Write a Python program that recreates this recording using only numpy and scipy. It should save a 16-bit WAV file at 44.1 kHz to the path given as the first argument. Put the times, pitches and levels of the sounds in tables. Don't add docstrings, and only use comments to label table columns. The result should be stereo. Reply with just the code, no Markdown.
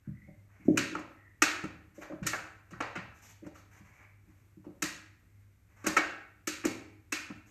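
import sys
import numpy as np
from scipy import signal
from scipy.fft import rfft, irfft, next_fast_len
from scipy.io import wavfile
from scipy.ndimage import uniform_filter1d

SR = 44100
rng = np.random.default_rng(int(sys.argv[2]) if len(sys.argv) > 2 else 0)


def waveform_to_disk(signal):
    frames = np.transpose(np.atleast_2d(signal))
    scaled = np.clip(frames, -1, 1) * 32767
    samples = np.round(scaled).astype(np.int16)
    wavfile.write(sys.argv[1], SR, samples)


N = 331102

# start in seconds, relative level in dB, hardness in dB,
# hollowness in dB, contact time in seconds, favoured ring in Hz, lift of that ring in dB,
# room send in dB, relative level of the tread's answer in dB, depth of that answer in dB.
TOY_STRIKES = [(0.772, -25, -8, -10.5, 0.0018, 2480, 3, -1, -32.5, -10),
               (0.949, -40.5, -15.5, 12, 0.0017, 1255, 12, -2, -41, 7),
               (0.988, -56.5, -7.5, -12, .0025, 1370, -8, -2, -39.5, -1),
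               (1.4194, -19, -7.5, -2, .0014, 1380, 1.5, -2, -26, -6.5),
               (1.637, -47, -10, 12, 0.0017, 1320, 7, -5, -35.5, -2),
               (2.016, -53, -13, 13.5, 0.0028, 1580, 0.5, 5, -49, 3),
               (2.119, -52.5, -41, 13, 0.0015, 1284, 5, -2, -66, -2),
               (2.227, -48, -12.5, -1, 0.0022, 1860, 1.5, 4, -53, 1),
               (2.255, -50, -8.5, -5, 0.0022, 1880, 6, 6, -60, -2),
               (2.2642, -33, -2, -6, 0.0024, 1910, 4, -1.5, -48, 0),
               (2.284, -39, -25, -15, 0.0022, 1940, 11, -8, -49, 5),
               (2.331, -30, -30.5, 0.5, 0.0016, 1980, 6, -3, -44.5, 0),
               (2.342, -42, -34, 10.5, 0.0012, 1625, 16, 1, -48.5, 5),
               (2.704, -58.5, -7, 11, 0.0041, 1480, 1.5, 1.5, -50, 1),
               (2.73, -47.5, -42.5, -4.5, .0018, 1400, 3, 4, -48.5, 0),
               (2.803, -32, -16, 9.5, 0.002, 1350, 0, 0, -44.5, 0),
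               (2.951, -36, -17, 2, 0.0043, 2460, 4, -0.5, -42, -3),
               (3.462, -62, -6, 18.5, 0.0023, 1300, 5.5, -1.5, -47, 2),
               (3.553, -62, -8.5, 3, 0.0018, 1195, 13.5, 4, -70, -6),
               (4.021, -67, -17, 4.5, .0031, 1240, -1, 0, -70.5, 0.5),
               (4.639, -67, -13.5, 20.5, .005, 1150, 7, 0.5, -61.5, 1.5),
               (4.821, -34, -2.5, -1.5, 0.0016, 1870, 6, .5, -32.5, 6.5),
               (5.839, -46, -10.5, 1, 0.0031, 1320, 8, 3.5, -36.5, 0),
               (5.861, -32.5, -27, 2, 0.00095, 1490, 3, -0.5, -33, 0),
               (5.8649, -33, -2.5, 6.5, 0.0018, 2060, 3.5, -1.5, -26.5, -7),
               (5.9648, -22.5, -12, 3.5, 0.0025, 1556, 10.5, -3, -34, -8),
               (5.975, -30.5, -16, 8.5, 0.00091, 2280, 21, -5, -30, -10),
               (6.471, -35.5, -3.5, -9, 0.0017, 1450, 0, 2, -34.5, -4),
               (6.637, -38.5, -22, -5.5, 0.0023, 2280, 5, -6, -38, 4.5),
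               (6.65, -39, -2.5, 9, 0.0011, 2250, 12.5, 0.5, -25.5, -5),
               (7.1209, -32.5, -5.5, -5.5, 0.002, 2400, 8, .5, -35.5, -5),
               (7.294, -51, -33, 10.5, 0.0055, 1190, 3, -5, -59.5, -1)]
# centre in Hz, width in Hz, lift in dB.
TOY_RINGS = [(1331, 60, 4), (1455, 60, 3.5), (1590, 80, 3), (1785, 45, 3), (1875, 50, 6), (2235, 55, 5.5),
             (2401, 55, 6), (2590, 55, 7.5), (2745, 40, 7.5), (2950, 50, 3), (4570, 300, 5), (5100, 200, 3),
             (5380, 120, 4), (5550, 50, 5), (6330, 100, 4), (6757, 60, 8), (9300, 900, 3)]
# frequency in Hz, relative density in dB per Hz.
CLACK_COLOUR = [(150, -22.5), (400, -7.5), (570, -6.5), (700, -8.5), (950, -7), (1300, 1.5), (2500, -4.5),
                (3350, -2), (4000, 6), (5500, 1), (6800, 3), (7700, 4.5), (9000, 4.5), (10000, 3.5),
                (12000, 9), (13300, 0.5), (14500, -16)]
# frequency in Hz, dB at hardness 0,
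# dB gained per dB of hardness.
HARDNESS_COLOUR = [(1492, -1, 0), (2390, 1.5, 0.2669), (6140, 1.5, 1.3544), (13000, -12.5, 2.16)]
HOLLOW_HZ = 745
ROOM_SPOT_SHARE, ROOM_SPOT_HZ = .65, 380


def toy(level_db=38.0, rise_s=0.058, ring_width_hz=260, detune=0.0098, uneven_db=0.5, size=4096):
    hz = bins(size)
    direct, room_send = np.zeros(N), np.zeros(N)
    grips = 1 + detune * rng.standard_normal((len(TOY_STRIKES), len(TOY_RINGS)))
    unevenness = unit(uniform_filter1d(rng.standard_normal((len(TOY_STRIKES), len(hz))), size=17))
    for strike, grip, uneven in zip(TOY_STRIKES, grips, unevenness):
        s, db, hard_db, hollow_db, contact_s, ring_hz, ring_db, send_db, *_ = strike
        colour = [(HOLLOW_HZ, hollow_db)]
        colour += [(f, base_db + slope * hard_db) for f, base_db, slope in HARDNESS_COLOUR]
        body_db = sum(peak_db * bump(hz, f * g, width) for (f, width, peak_db), g in zip(TOY_RINGS, grip))
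        body_db += db + level_db + read(CLACK_COLOUR, hz) + read(colour, hz)
        spot_db = ring_db * bump(hz, ring_hz, ring_width_hz) + uneven_db * uneven
        spread_db = ROOM_SPOT_SHARE * ring_db * bump(hz, ring_hz, ROOM_SPOT_HZ)
        clack = signal.fftconvolve(chatter(rise_s, contact_s), causal(body_db + spot_db))
        all_round = signal.fftconvolve(chatter(rise_s, contact_s, order=9), causal(body_db + spread_db))
        add(direct, s, near_echoes(clack))
        add(room_send, s, all_round * amp(send_db))
    return direct, room_send


# nominal delay in seconds, relative level in dB.
FIRST_ECHOES = [(.0019, 0), (.004, -4.5), (.0069, -11), (.0098, -20), (0.015, -6.5)]


def near_echoes(x, scatter=.15):
    taps = np.zeros(SR // 40)
    taps[0] = 1
    for delay_s, db in FIRST_ECHOES:
        stretch = 1 + scatter * rng.uniform(-1, 1)
        add(taps, delay_s * stretch, [amp(db) * rng.choice([-1, 1])])
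    return signal.fftconvolve(x, taps / np.linalg.norm(taps))


def chatter(rise_s, fall_s, size=4096, order=35):
    t = np.arange(size) / SR
    shape = (1 - np.exp(-t / rise_s)) ** 2 * np.exp(-t / fall_s)
    spectrum = rfft(rng.standard_normal(size) * shape)
    spectrum /= np.sqrt(uniform_filter1d(abs(spectrum) ** 2, size=order))
    return irfft(spectrum, size)[:size // 2]


# nominal frequency in Hz,
# relative level in dB, decay by 60 dB in seconds.
TREAD_MODES = [(52.08, -20.5, 0.16), (77.4, -16, 1), (114.6, -12.5, 0.55), (156.7, -7.5, 0.2),
               (192.5, -2, .14), (241.6, -5, 0.072), (273.6, -9, 0.14), (307.4, 0, 0.14), (346.6, -5, 0.12),
               (432, 2.5, 0.03), (566, -4.5, 0.037), (557, 1, 0.063), (604.7, -4, 0.068), (773, -10, 0.052)]
# frequency in Hz, relative density in dB per Hz.
PUSH_COLOUR = [(30, -35.5), (70, -11.5), (150, 2), (300, 0), (430, 3.5), (580, -2), (850, -10), (1200, -21),
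               (2500, -56), (5000, -88)]


def treads(level_db=7.5, push_db=29, rise_s=0.0053, softening=0.32, detune=0.025, size=8192):
    t = np.arange(SR // 2) / SR
    direct, room_send = np.zeros(N), np.zeros(N)
    blows = tread_blows()
    hz, mode_db, t60 = np.transpose(TREAD_MODES)[:, :, None]
    variations = rng.uniform(-1, 1, (len(blows), 2, len(TREAD_MODES), 1))
    for (s, db, colour, send_db, press_s), (shift, phase) in zip(blows, variations):
        contact_s = rise_s * amp(-softening * (db + 38.5))
        rings = np.sin(2 * np.pi * hz * (1 + detune * shift) * t + np.pi * phase)
        rings *= np.exp(-np.log(1000) * t / t60)
        thump = (amp(level_db + mode_db + read(colour, hz)) * rings).sum(0)
        thump *= 1 - np.exp(-(t / contact_s) ** 2)
        push = causal(push_db + read(PUSH_COLOUR, bins(size)) + read(colour, bins(size)))
        add(thump, 0, signal.fftconvolve(chatter(contact_s, press_s, size=size), push))
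        add(direct, s, thump * amp(db))
        add(room_send, s, thump * amp(db + send_db))
    return direct, room_send


# start in seconds,
# relative level in dB, centre of the push in Hz, press time in seconds.
DULL_THUMPS = [(0.073, -35, 142, .011), (0.072, -61, 490, 0.0073), (0.272, -45.5, 165, 0.012),
               (0.275, -51, 760, 0.0098), (0.593, -53.5, 199, .011), (0.651, -41, 190, .005),
               (0.681, -22, 328, .006), (0.697, -28, 235, 0.0072), (0.753, -34.5, 293, .009),
               (0.921, -41.5, 315, .011), (1.636, -38.5, 190, .008), (1.975, -46, 410, 0.0086),
               (2.098, -40.5, 476, .011), (2.119, -45, 514, 0.012), (2.121, -42.5, 272, 0.009),
               (2.216, -36, 152, 0.0091), (2.249, -43, 383, .008), (2.721, -45, 140, .011),
               (2.966, -42.5, 190, .011), (3.421, -47, 340, .009), (3.45, -44, 190, 0.0074),
               (3.462, -46, 563, 0.0074), (3.8, -53, 165, .011), (4.276, -57.5, 236.6, .011),
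               (4.568, -50.5, 220, 0.0101), (4.661, -45.5, 315, 0.012), (4.68, -50.5, 321, .013),
               (4.67, -53.5, 600, .016), (4.824, -47, 180, .008), (5.868, -40.5, 203, 0.0095),
               (6.651, -41, 185, .008), (7.299, -41.5, 212, 0.015)]
# frequency in Hz, gain in dB.
LANDING_COLOUR = [(120, -23), (205, -14), (310, -1), (520, -14.5)]
LANDING_LAG_S, LANDING_PRESS_S, LANDING_SEND_DB = .003, .009, -1.5
DEPTH_HZ = 230
PUSH_FALL_DB = 9.5
DULLING_DB = 4
THUMP_SEND_DB = -0.5


def tread_blows(low_hz=100, high_hz=900, count=12):
    hz = np.geomspace(low_hz, high_hz, count)
    bass = 1 / (1 + (hz / DEPTH_HZ) ** 6)
    blows = []
    for s, *_, db, depth_db in TOY_STRIKES:
        colour = list(zip(hz, read(LANDING_COLOUR, hz) + depth_db * bass))
        blows.append((s + LANDING_LAG_S, db, colour, LANDING_SEND_DB, LANDING_PRESS_S))
    for s, db, centre_hz, press_s in DULL_THUMPS:
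        octaves = np.log2(hz / centre_hz)
        gain_db = -PUSH_FALL_DB * octaves ** 2 - DULLING_DB * np.maximum(octaves, 0) ** 3
        blows.append((s, db, list(zip(hz, gain_db)), THUMP_SEND_DB, press_s))
    return blows


# start in seconds, length in seconds, relative level in dB,
# starting ring in Hz, final ring in Hz, width in Hz.
TOY_SLIDES = [(0.026, 0.1, -67.5, 1626, 1516, 726), (0.11, 0.22, -65.5, 1970, 2200, 201),
              (0.578, 0.1, -66.5, 2140, 2285, 500), (1.13, 0.21, -61.5, 2036, 1880, 171),
              (3.858, 0.26, -63, 2148, 2312, 350), (5.299, 0.16, -80, 2135, 2150, 300.5)]


def sliding(level_db=-3.0, second_ratio=0.95, second_db=-5.0, catch_db=0.5):
    t, out = np.arange(N) / SR, np.zeros(N)
    size = next_fast_len(N)
    for s, length_s, db, start_hz, end_hz, width_hz in TOY_SLIDES:
        ring_hz = np.interp(t, [s, s + length_s], [start_hz, end_hz])
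        phase = 2 * np.pi * np.cumsum(ring_hz) / SR
        spectrum = np.fft.fft(rng.standard_normal((N, 2)) @ [1, 1j], size)
        friction = np.fft.ifft(spectrum * bump(np.fft.fftfreq(size, 1 / SR), 0, width_hz))[:N]
        pair = np.exp(1j * phase) + amp(second_db) * np.exp(1j * second_ratio * phase)
        swell = np.sin(np.pi * np.clip((t - s) / length_s, 0, 1))
        out += amp(db + level_db) * swell * unit((friction * pair).real)
    catches = unit(uniform_filter1d(rng.standard_normal(N), size=900))
    return out * amp(catch_db * catches)


# start in seconds, time to the start of the release in
# seconds, relative scrape level in dB, relative rustle level in dB.
RUB_STROKES = [(0.483, 0.16, -68, -80.5), (0.64, 0.1, -69, -68), (0.753, 0.03, -47.5, -58),
               (1.94, 0.087, -65, -64.5), (2.005, 0.029, -49.5, -60.5), (3.137, 0.056, -75, -65),
               (3.214, 0.055, -60.5, -55), (3.283, 0.027, -62.5, -54.5), (3.429, 0.038, -61.5, -72),
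               (3.535, 0.062, -62.5, -64.5), (3.707, 0.083, -61, -65.5), (3.838, 0.061, -62, -69.5),
               (3.92, 0.06, -66.5, -71.5), (3.985, 0.059, -59.5, -75.5), (4.268, 0.05, -70, -79.5),
               (4.367, 0.058, -73.5, -79), (5.682, 0.05, -68.5, -80.5), (5.756, 0.096, -60.5, -68.5),
               (7.455, 0.053, -69, -65.5)]
# frequency in Hz, relative density in dB per Hz.
SCRAPE_COLOUR = [(300, -4), (800, -2), (1300, 1), (2300, 1.5), (3200, -18.5), (5000, -45.5)]
# frequency in Hz, relative density in dB per Hz.
RUSTLE_COLOUR = [(2000, -14), (3500, -5.5), (6500, -4), (9000, -14.5), (13000, -12.5), (14500, -31)]
RUB_ATTACK_S, RUB_RELEASE_S = 0.016, 0.016


def rubbing(scrape_db=-3, rustle_db=-2, grain_db=1.5, catch_db=0.5):
    t, out = np.arange(N) / SR, np.zeros(N)
    scrape, rustle = noise(SCRAPE_COLOUR), noise(RUSTLE_COLOUR)
    for s, length_s, low_db, high_db in RUB_STROKES:
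        swell = np.clip((t - s) / RUB_ATTACK_S, 0, 1)
        release = np.exp(-np.clip(t - s - length_s, 0, 1) / RUB_RELEASE_S)
        friction = amp(scrape_db + low_db) * scrape + amp(rustle_db + high_db) * rustle
        out += swell * release * friction
    grains = unit(uniform_filter1d(rng.standard_normal(N), size=150))
    catches = unit(uniform_filter1d(rng.standard_normal(N), size=900))
    return out * unit(amp(grain_db * grains + catch_db * catches))


# frequency in Hz, decay by 60 dB in seconds.
STAIRWELL_T60 = [(100, .6), (300, .7), (700, .6), (1400, .6), (1900, .68), (2600, .6), (5000, .46),
                 (8000, .43), (13000, .35)]
# frequency in Hz, gain in dB.
STAIRWELL_DB = [(100, -1.5), (300, -8), (560, 0), (800, 5), (1400, 1), (2500, 3.5), (4000, -3.5),
                (6500, -1.5), (9000, -4.5), (13000, -3.5)]


def stairwell(x, gap_s=0.0014, build_s=0.0012, count=3):
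    out = np.zeros((2, N))
    for k in range(count):
        taps = ports(rng.standard_normal((2, SR)) * (rng.random(SR) < 5000 / SR))
        hz, t, z = signal.stft(unit(taps), SR, nperseg=256)
        t60 = read(STAIRWELL_T60, hz)[:, None]
        decay = np.exp(-np.log(1000) * t / t60)
        even_energy = np.sqrt(2 * np.log(1000) / t60 / SR)
        z *= amp(read(STAIRWELL_DB, hz))[:, None] * decay * even_energy
        tail = signal.istft(z, SR, nperseg=256)[1][:, :SR]
        tail *= 1 - np.exp(-np.maximum(np.arange(SR) / SR - gap_s, 0) / build_s)
        share = np.cos(np.pi * (np.arange(N) / SR + k / count)) * np.sqrt(2 / count)
        out += signal.fftconvolve((x * share)[None], tail, axes=1)[:, :N]
    return out


# frequency in Hz, relative density in dB per Hz.
AIR_COLOUR = [(20, -42), (30, -22), (45, -6.5), (95, -4), (135, -13), (200, -17), (280, -19.5), (450, -28),
              (650, -31), (900, -33), (1500, -29), (2300, -29.5), (3000, -37.5), (4500, -37), (7000, -39.5),
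              (12000, -38.5), (14500, -43)]
AIR_DB, STIR_DB = -64.6, .8
HUM_HZ, HUM_DB, HUM_WAVER = 100.2, -64.5, .45


def background():
    slow = [(1, 0), (6, -6), (20, -50), (200, -120)]  # Hz, relative dB per Hz
    drift, stir = noise(slow), noise(slow)
    tone = np.sin(2 * np.pi * HUM_HZ * np.arange(N) / SR)
    hum = amp(HUM_DB) * unit((1 + HUM_WAVER * drift) * tone)
    air = ports(np.array([noise(AIR_COLOUR), noise(AIR_COLOUR)]))
    return hum + amp(AIR_DB + STIR_DB * stir) * air


# frequency in Hz, likeness from 0 to 1.
MIC_LIKENESS = [(100, .82), (350, .85), (700, .4), (1500, .25), (2600, .2), (5000, .55), (7000, .72),
                (12000, .75)]


def ports(pair):
    size = pair.shape[1]
    a, b = rfft(pair)
    same = np.clip(read(MIC_LIKENESS, bins(size)), 0, .995)
    return irfft(np.array([a, same * a + np.sqrt(1 - same ** 2) * b]), size)


def amp(db):
    return 10 ** (np.asarray(db) / 20)


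def unit(x):
    return x / np.sqrt(np.mean(x ** 2) + 1e-20)


def read(points, hz):
    f, value = np.transpose(points)
    return np.interp(np.log(hz + 1), np.log(f + 1), value)


def add(mix, s, sound):
    part = mix[max(round(s * SR), 0):][:len(sound)]
    part += sound[:len(part)]


def bins(size):
    return np.fft.rfftfreq(size, 1 / SR)


def bump(hz, centre_hz, width_hz):
    return 1 / (1 + (2 * (hz - centre_hz) / width_hz) ** 2)


def noise(colour):
    white = rfft(rng.standard_normal(N))
    return unit(irfft(white * amp(read(colour, bins(N))), N))


def causal(db):
    log_gain = np.log(amp(np.r_[db, db[-2:0:-1]]))
    return np.fft.ifft(np.exp(np.conj(signal.hilbert(log_gain)))).real


# frequency in Hz, phase in radians.
LEFT_LEAD = [(0, 0), (400, 0), (900, -.2), (2300, .4), (2800, .9), (3300, 2.9), (4500, 2.8), (6500, 5.9),
             (7500, 6.7), (10000, 9.4), (13000, 12.7), (15000, 14.5)]


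def scene():
    clacks, clack_send = toy()
    thumps, thump_send = treads()
    rub = rubbing() + sliding()
    room = stairwell(clack_send + thump_send + rub)
    left, right = clacks + thumps + rub + room + background()
    lead = np.interp(bins(N), *np.transpose(LEFT_LEAD))
    right = irfft(rfft(right) * np.exp(-1j * lead), N)
    return np.array([left, right])


EDGE_HZ = 14200


def record(dry):
    low_pass = signal.firwin(255, EDGE_HZ, window=("kaiser", 8), fs=SR)
    return signal.oaconvolve(dry, low_pass[None], "same")


dry = scene()
out = record(dry)
waveform_to_disk(out)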